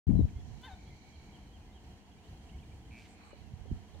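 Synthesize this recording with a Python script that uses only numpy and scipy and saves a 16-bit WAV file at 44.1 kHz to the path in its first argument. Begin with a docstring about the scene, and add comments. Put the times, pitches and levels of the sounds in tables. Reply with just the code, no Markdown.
"""A calm, reedy lake. Small birds chirp far off, a waterbird gives one nasal, falling call, and reeds rattle dryly.
Wind buffets the microphone at the start and near the end, over a low rumble and a soft outdoor hush.
Wind, rumble, hush, faint bands of hiss and knocks are filtered noise; eddies are short swings of pressure.
The birds are gliding sine tones, the waterbird's with harmonics and hissing air. The rattle is a train
of ringing clicks with crackle. Birds and rattle also get a short, scattered echo tail."""
import sys
import numpy as np
from scipy import signal
from scipy.fft import rfft, irfft
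from scipy.io import wavfile
from scipy.ndimage import uniform_filter1d

SR = 44100
rng = np.random.default_rng(int(sys.argv[2]) if len(sys.argv) > 2 else 0)


def transcribe(signal):
    """Save signal, clipped to [-1, 1], as a 16-bit WAV file at the path in sys.argv[1]."""
    frames = np.atleast_2d(signal).T
    limited = np.clip(frames, -1, 1)
    pcm = np.round(limited * 32767).astype(np.int16)
    wavfile.write(sys.argv[1], SR, pcm)


N = 176400
TIME = np.arange(N) / SR  # seconds
FREQ = np.maximum(np.arange(N // 2 + 1) * SR / N, 1)  # Hz
LEFT_RIGHT = np.array([[1], [-1]])  # added to the left, taken from the right


def from_db(db):
    """Turn decibels into a gain."""
    return 10 ** (np.asarray(db) / 20)


def rms_one(x):
    """Scale to an average strength (rms) of 1."""
    return x / np.sqrt(np.mean(x ** 2) + 1e-20)


def in_time(rows):
    """Join a table's points with straight lines; give each column at every sample."""
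    times, *columns = np.transpose(rows)
    return [np.interp(TIME, times, column) for column in columns]


def at_hz(points):
    """Read a frequency table at every frequency, evenly spaced in octaves between its points."""
    hz, value = np.transpose(points)
    return np.interp(np.log(FREQ), np.log(np.maximum(hz, 1)), value)


def noise(gain):
    """Random noise with the given gain at each frequency, scaled to rms 1."""
    return rms_one(irfft(rfft(rng.standard_normal(N)) * gain, N))


def bell(hz, octaves):
    """A bell-shaped band of frequencies, with its width in octaves."""
    return np.exp(-0.5 * (np.log2(FREQ / hz) / octaves) ** 2)


def drift(rate_hz):
    """A random wander of rms 1, mostly slower than the given rate."""
    return noise(1 / (1 + (FREQ / rate_hz) ** 2))


def pan(db):
    """Left and right gains, left minus right in dB, that keep the total power constant."""
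    return rms_one(from_db(db * LEFT_RIGHT / 2))


def across_lake(x, pan_db, wet_db):
    """The direct sound plus a spread-out tail, scattered by reeds and banks."""
    t60_s, delay_s = 0.59, 0.015  # time for the tail to sink 60 dB; wait before it starts
    t = TIME[:SR]
    tails = rng.standard_normal((2, SR)) * from_db(-60 * t / t60_s) * (t > delay_s)
    wet = np.array([signal.fftconvolve(x, tail / np.linalg.norm(tail))[:N] for tail in tails])
    return pan(pan_db) * (x + from_db(wet_db) * wet)


def wind(curve):
    """Turbulence on one microphone port: stronger gusts shed brighter, lumpier eddies."""
    # colour of a strong gust: (frequency [Hz], level per Hz [dB])
    gust_colour = [(15, -28), (40, -9), (78, 5), (120, -4.5), (170, -8), (255, -7), (330, -25), (500, -33),
                   (700, -33), (1000, -46), (1600, -68.5), (4000, -88.5)]
    strong_db, knee_hz = -16, 189
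    dulling = 0.64  # dB lost above the knee for each dB below a strong gust
    eddy_db = 5.5  # random spread of the level above the knee

    level_db, = in_time(curve)
    air = noise(from_db(at_hz(gust_colour)))
    # even out the noise's own swings in strength
    air = air / np.sqrt(uniform_filter1d(air ** 2, size=1500) + 0.056)
    body = irfft(rfft(air) / (1 + (FREQ / knee_hz) ** 4), N)
    weakness_db = np.minimum(level_db - strong_db, 0)
    eddies = (air - body) * from_db(dulling * weakness_db + eddy_db * drift(38))
    return from_db(level_db) * (body + eddies)


def rumble():
    """A low, uneven rumble of noise, nearly alike on both sides."""
    # loudness over time: (time [s], level [dB])
    loudness = [(.07, -37.5), (.6, -61.5), (.73, -55), (.94, -49.5), (.99, -61), (1.25, -53), (1.65, -53.5),
                (1.83, -58), (1.92, -48), (1.99, -61.5), (2.24, -59), (2.31, -46.5), (2.44, -55.5),
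                (2.56, -47.5), (2.65, -51), (2.95, -49.5), (3.03, -57.5), (3.3, -63), (4, -78)]
    # colour: (frequency [Hz], level per Hz [dB])
    colour = [(15, -30), (35, -5), (70, 4.5), (110, -6), (160, -7.5), (250, -17.5), (400, -23), (800, -60)]
    side_db = -26  # the part that differs between left and right

    level_db, = in_time(loudness)
    shape = from_db(at_hz(colour))
    middle = noise(shape)
    side = from_db(side_db) * noise(shape) * LEFT_RIGHT
    return from_db(level_db) * (middle + side)


def hush():
    """Distant outdoor noise: mostly shared in the bass, spread out in the treble."""
    # colour: (frequency [Hz], level per Hz [dB])
    colour = [(120, -25.5), (200, -0.5), (263, -9), (298, -6.5), (352, -10.5), (371, -15), (446, -11),
              (554, -20.5), (630, -17.5), (742, -10.5), (827, -15.5), (957, -16.5), (1170, -26.5),
              (1380, -26.5), (1910, -24.5), (2290, -26.5), (2600, -29.5), (3120, -24.5), (3610, -35),
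              (4260, -30), (4920, -36), (6240, -33), (8820, -40.5), (9660, -42), (15500, -49.5)]
    # balance: (frequency [Hz], left minus right [dB])
    balance = [(60, -3), (87, -9), (130, -5), (180, 3), (260, 0), (380, -0.5), (550, 4), (790, 1.5),
               (1140, 3), (1650, 2.5), (2380, -6), (3440, -4.5), (4970, -2.5), (7180, -1), (10400, 1.5),
               (15000, 0)]
    # how alike the sides are: (frequency [Hz], likeness [-1 opposite to 1 the same])
    likeness = [(60, 0.79), (700, 0.88), (1300, 0.28), (2400, -0.071), (4400, -0.42), (8000, -.1),
                (15000, 0)]
    level_db, flicker_db, low_cut_hz = -60.5, 0.84, 145

    shape = rms_one(from_db(at_hz(colour)) / np.sqrt(1 + (low_cut_hz / FREQ) ** 4))
    alike = np.clip(at_hz(likeness), -1, 1)
    middle, side = rfft(rng.standard_normal((2, N)))
    both = np.sqrt((1 + alike) / 2) * middle + np.sqrt((1 - alike) / 2) * side * LEFT_RIGHT
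    sides = from_db(at_hz(balance) * LEFT_RIGHT / 2)
    # make up for the power that balance and likeness add or take away
    sides = sides / np.sqrt(np.mean(sides ** 2, axis=0) * (1 + alike + 1e-3) / 2)
    return from_db(level_db + flicker_db * drift(7.1)) * irfft(both * shape * sides, N)


def swells():
    """Faint, fluttering bands of noise rise and sink in the distance as hiss."""
    # one hiss per row: (start [s], length [s], centre [Hz], width [octaves], level [dB],
    # left minus right [dB])
    hisses = [(0.53, 0.96, 2267, 0.06, -68.8, -2), (0.4, 1.16, 4180, 0.11, -72.5, -10),
              (0.056, 1.4, 6020, 0.24, -74, -0.5), (3.06, .38, 2330, .14, -67.5, -2.5),
              (3.17, .2, 1000, .6, -65, 1), (3.075, .085, 7800, .17, -70.5, -5),
              (3.23, 0.1, 7800, .2, -74, -4), (3.16, .29, 4140, 0.1, -71.5, -17),
              (2.2, 0.96, 8100, 0.18, -83, 0), (1.7, 1.3, 2920, 0.16, -76, -4)]
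    flutter_db, flutter_hz = 1.6, 70

    out = 0
    for start, length, hz, octaves, level_db, pan_db in hisses:
        progress = np.clip((TIME - start) / length, 0, 1)
        arch = np.sqrt(np.abs(np.sin(np.pi * progress)))
        flutter = rms_one(from_db(flutter_db * drift(flutter_hz)))
        band = bell(hz, octaves)
        hiss = np.array([noise(band), noise(band)])
        out = out + from_db(level_db) * pan(pan_db) * arch * flutter * hiss
    return out


def buffets():
    """Single eddies thump a microphone port, each a short, peaked swing of pressure."""
    # one eddy per row: (time [s], swing [Hz], level [dB], left minus right [dB])
    thumps = [(0.0946, 200, -14, 22), (.129, 90, -14, 17), (.155, 78, -14, 11), (0.194, 205, -13, 33),
              (.212, 330, -27, 26), (.229, 75, -18, 2), (.25, 75, -21.5, 3.5), (0.368, 63.3, -29, -1),
              (.737, 75.5, -40, 11), (3.419, 80, -39, -28), (3.54, 109, -33, 0), (3.617, 69.5, -36, -20),
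              (3.7155, 200, -25, -13), (3.727, 72, -23.5, -12)]
    width_cycles = 0.28

    out = 0
    for time, hz, level_db, pan_db in thumps:
        cycles = (TIME - time) * hz
        pulse = 1 / np.cosh(np.clip(cycles / width_cycles, -20, 20))
        swing = np.cos(2 * np.pi * (cycles + rng.random())) * pulse
        out = out + pan(pan_db) * from_db(level_db) * swing
    return out


def knocks():
    """Faint knocks and rustles: short bursts of noise that die quickly."""
    # one burst per row: (time [s], centre [Hz], time to sink 30 dB [s], starting level [dB],
    # left minus right [dB])
    bursts = [(0.095, 2300, 0.027, -59.5, -8), (.28, 2150, 0.06, -61, -11), (.615, 10500, .014, -63, 8),
              (3.052, 2450, .04, -56, -4), (3.33, 430, 0.036, -46.5, 13), (3.655, 387, 0.034, -47.5, 24),
              (3.945, 506, .04, -52, 18)]

    out = 0
    for time, hz, fade_s, level_db, pan_db in bursts:
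        age = np.maximum(TIME - time, 0)
        attack = 1 - np.exp(-age / 0.002)
        fade = from_db(level_db - 30 * age / fade_s)
        out = out + pan(pan_db) * fade * attack * noise(bell(hz, 0.45))
    return out


def small_birds():
    """Short whistled glides, made of sine tones that each swell and fade once."""
    # chirps: (start [s], length [s], first pitch [Hz], middle pitch [Hz], last pitch [Hz], level [dB])
    chirps = [(0.153, 0.08, 4050, 3930, 3710, -71.5), (0.358, 0.068, 3150, 3400, 3270, -74),
              (0.342, 0.061, 2070, 2113, 2080, -72.5), (0.856, 0.05, 3080, 3330, 3320, -71),
              (0.899, 0.048, 2130, 2080, 2050, -68), (1.395, 0.073, 3200, 3170, 3060, -77),
              (1.6, .05, 2550, 2470, 2400, -75.5), (1.658, 0.07, 2030, 2050, 2100, -73),
              (1.712, .04, 3200, 3720, 3800, -76.5), (1.47, .06, 3070, 3030, 3080, -77),
              (2.112, 0.022, 3500, 3250, 3050, -74), (2.163, .04, 2230, 2355, 2540, -72),
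              (2.214, 0.058, 2580, 2860, 3400, -73), (2.27, 0.026, 3600, 4200, 5200, -77),
              (2.43, 0.044, 2240, 2370, 2520, -79), (2.488, .02, 2500, 2900, 3400, -64),
              (2.527, 0.031, 2050, 2210, 2130, -69.5), (2.582, 0.024, 2610, 2980, 3500, -67),
              (2.626, 0.02, 2600, 2360, 2230, -67), (2.712, 0.023, 2230, 2370, 2300, -68),
              (2.846, 0.022, 2850, 3130, 3000, -69), (2.876, 0.026, 2000, 2070, 2120, -74),
              (3.307, 0.042, 2950, 2930, 2860, -70), (3.414, 0.1, 2850, 2740, 2620, -77),
              (3.94, .013, 4520, 3700, 3300, -69.5)]
    # one bird's repeated note that holds, then drops: (start [s], level [dB])
    slurs = [(1.126, -69), (1.328, -66), (1.529, -67), (1.742, -67.5), (3.675, -71), (3.875, -75)]
    slur_s, slur_hz, slur_drop_hz, slur_bend = 0.049, 3240, 740, 3.85
    # tiny notes of random pitch and slope that link the song's chirps
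    twitter_from_s, twitter_to_s, twitter_note_s = 2.05, 2.85, 0.016
    twitter_low_hz, twitter_high_hz, twitter_glide_oct, twitter_db = 2100, 4000, 0.15, -77
    fullness = 0.54  # below 1, a note stays near its peak for longer
    waver = 1 + 0.007 * drift(150)

    notes = []  # (start, pitch at each sample, level)
    for start, length, first, middle, last, level_db in chirps:
        progress = np.linspace(0, 1, int(length * SR))
        curve = np.polyfit([0, 0.5, 1], [first, middle, last], 2)
        notes.append((start, np.polyval(curve, progress), level_db))

    progress = np.linspace(0, 1, int(slur_s * SR))
    slur_pitch = slur_hz - slur_drop_hz * progress ** slur_bend
    notes += [(start, slur_pitch, level_db) for start, level_db in slurs]

    progress = np.linspace(-0.5, 0.5, int(twitter_note_s * SR))
    for when, height, slope in rng.random(size=(14, 3)):
        start = twitter_from_s + when * (twitter_to_s - twitter_from_s)
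        centre_hz = twitter_low_hz * (twitter_high_hz / twitter_low_hz) ** height
        glide = 2 ** (twitter_glide_oct * (2 * slope - 1) * progress)
        notes.append((start, centre_hz * glide, twitter_db))

    out = np.zeros(N + SR)  # spare room for notes that run past the end
    for start, hz, level_db in notes:
        at = int(start * SR) + np.arange(len(hz))
        swell = np.abs(np.sin(np.linspace(0, np.pi, len(hz)))) ** fullness
        phase = 2 * np.pi * np.cumsum(hz * waver[at % N]) / SR
        out[at] += from_db(level_db) * np.sqrt(2) * swell * np.sin(phase)
    return across_lake(out[:N], pan_db=-4, wet_db=-6)


def register(curve, harmonics, air_db):
    """One register of the voice: wavering harmonics of shifting balance, and air let through each cycle."""
    # colour of the air rushing with the voice: (frequency [Hz], level per Hz [dB])
    air_colour = [(600, -8), (1200, 0), (2400, 0), (4000, -2), (5500, -12), (10000, -10), (15000, -14)]
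    jitter, rasp = 0.004, 0.26  # random spread of pitch and of each harmonic's strength, as fractions

    hz, level_db = in_time(curve)
    start, end = curve[0][0], curve[-1][0]
    phase = 2 * np.pi * np.cumsum(hz * (1 + jitter * drift(150))) / SR
    air = noise(from_db(at_hz(air_colour))) * (1 + np.cos(phase))
    voice = from_db(air_db) * rms_one(air)
    for number, levels_db in enumerate(harmonics, 1):
        strength = np.sqrt(2) * from_db(np.interp(TIME, (start, end), levels_db))
        roughness = 1 + rasp * drift(270)
        voice = voice + strength * np.sin(number * phase) * roughness
    return voice * from_db(level_db) * (TIME > start) * (TIME < end)


def waterbird():
    """A rough nasal note cracks up into a higher register and sinks; the bank returns one dull echo."""
    # low opening register, then high falling one: (time [s], pitch [Hz], level [dB])
    opening_curve = [(.612, 471, -80), (.629, 495, -74), (.636, 498, -59.5), (.652, 515, -57),
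                     (.667, 520, -59), (.678, 516, -70)]
    fall_curve = [(.668, 965, -63), (.676, 915, -56), (.684, 868, -54), (.702, 776, -55), (.724, 748, -54),
                  (.742, 735, -56), (.751, 722, -67)]
    # their harmonics, from the first up: (level at start [dB], level at end [dB])
    opening_harmonics = [(-22, -22), (-1, -2), (-2, 1), (-16, -1), (-22, -17), (3, -2), (3, -3), (-11, -22),
                         (-12, -26)]
    fall_harmonics = [(0, 0), (-5, -13), (-12, -20), (-11, -32), (-21, -11)]
    echo_s, echo_db, echo_cutoff_hz = 0.021, -13, 3500

    opening = register(opening_curve, opening_harmonics, air_db=-13)
    fall = register(fall_curve, fall_harmonics, air_db=-22)
    voice = opening + fall
    delayed = np.interp(TIME - echo_s, TIME, voice)
    echo = signal.sosfilt(signal.butter(2, echo_cutoff_hz, fs=SR, output="sos"), delayed)
    return across_lake(voice + from_db(echo_db) * echo, pan_db=2.5, wet_db=-9.5)


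def rattle():
    """Fast, even clicks in the reeds ring short resonances, then lose their beat amid bright crackle."""
    # loudness of the clicks: (time [s], level [dB])
    click_level = [(2.908, -42), (2.93, -37.5), (2.982, -35.5), (3.005, -40), (3.04, -47)]
    # resonances: (frequency [Hz], level [dB], time to sink 60 dB [s])
    modes = [(1760, -16, 0.008), (2360, -1, 0.014), (2490, 0, 0.01)]
    # loudness of the crackle: (time [s], level [dB])
    crackle_level = [(2.89, -110), (2.92, -77), (2.965, -74), (2.985, -64), (3.05, -68), (3.12, -85)]
    start_s, clicks_per_s, attack_s, pan_db = 2.9103, 118, 0.0015, -3
    break_s, jitter_s, scatter_s = 2.992, 0.0001, 0.002  # timing spread is wider after the break
    beat_db, grain_db = 2.5, 2  # the crackle's regular pulsing and its random graininess

    level_db, = in_time(click_level)
    times = start_s + np.arange(16) / clicks_per_s
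    spread = np.where(times > break_s, scatter_s, jitter_s)
    times = times + rng.normal(0, 1, len(times)) * spread
    at = (times * SR).astype(int)
    t = TIME[:SR // 10]
    attack = (1 - np.exp(-t / attack_s)) ** 2
    ringing = 0
    for hz, mode_db, t60_s in modes:
        clicks = np.zeros(N)
        clicks[at] = from_db(level_db[at] + mode_db + rng.normal(0, 1, len(at)))
        ring = np.sin(2 * np.pi * hz * t) * from_db(-60 * t / t60_s) * attack
        ringing = ringing + signal.fftconvolve(clicks, ring)[:N]

    pulsing = np.cos(2 * np.pi * clicks_per_s * (TIME - start_s - attack_s))
    beat = from_db(beat_db * pulsing + grain_db * drift(400))
    hiss = noise(bell(2800, octaves=0.95))
    crackle_db, = in_time(crackle_level)
    crackle = from_db(crackle_db) * rms_one(beat * hiss)
    return across_lake(ringing, pan_db, wet_db=-17) + across_lake(crackle, pan_db, wet_db=-5)


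def scene():
    """Birds and a rattle over the lake's background, with wind on the microphone."""
    # wind on each microphone port: (time [s], level [dB])
    wind_left = [(.07, -23), (.095, -18.5), (.195, -21), (.255, -26), (.278, -42), (.37, -46), (.44, -54),
                 (.48, -62), (3.68, -79), (3.725, -31), (3.79, -61)]
    wind_right = [(.07, -42), (.15, -32.5), (.24, -29), (.3, -43.5), (.47, -42.5), (.57, -39.5),
                  (.64, -61.5), (3.28, -57.5), (3.42, -48.5), (3.54, -45), (3.67, -46), (3.718, -32),
                  (3.755, -38.5), (3.88, -56), (3.94, -44), (4, -45)]

    gusts = np.array([wind(wind_left), wind(wind_right)]) + buffets()
    background = rumble() + hush() + swells() + knocks()
    return gusts + background + small_birds() + waterbird() + rattle()


def record(dry):
    """The sound opens after a moment of silence; a steep filter cuts the highest treble."""
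    start_s, opening_s, cutoff_hz = 0.068, 0.003, 15800
    opened = np.clip((TIME - start_s) / opening_s, 0, 1)
    top_cut = signal.ellip(10, 0.1, 80, cutoff_hz, fs=SR, output="sos")
    return signal.sosfilt(top_cut, dry * opened)


dry = scene()
out = record(dry)
transcribe(out)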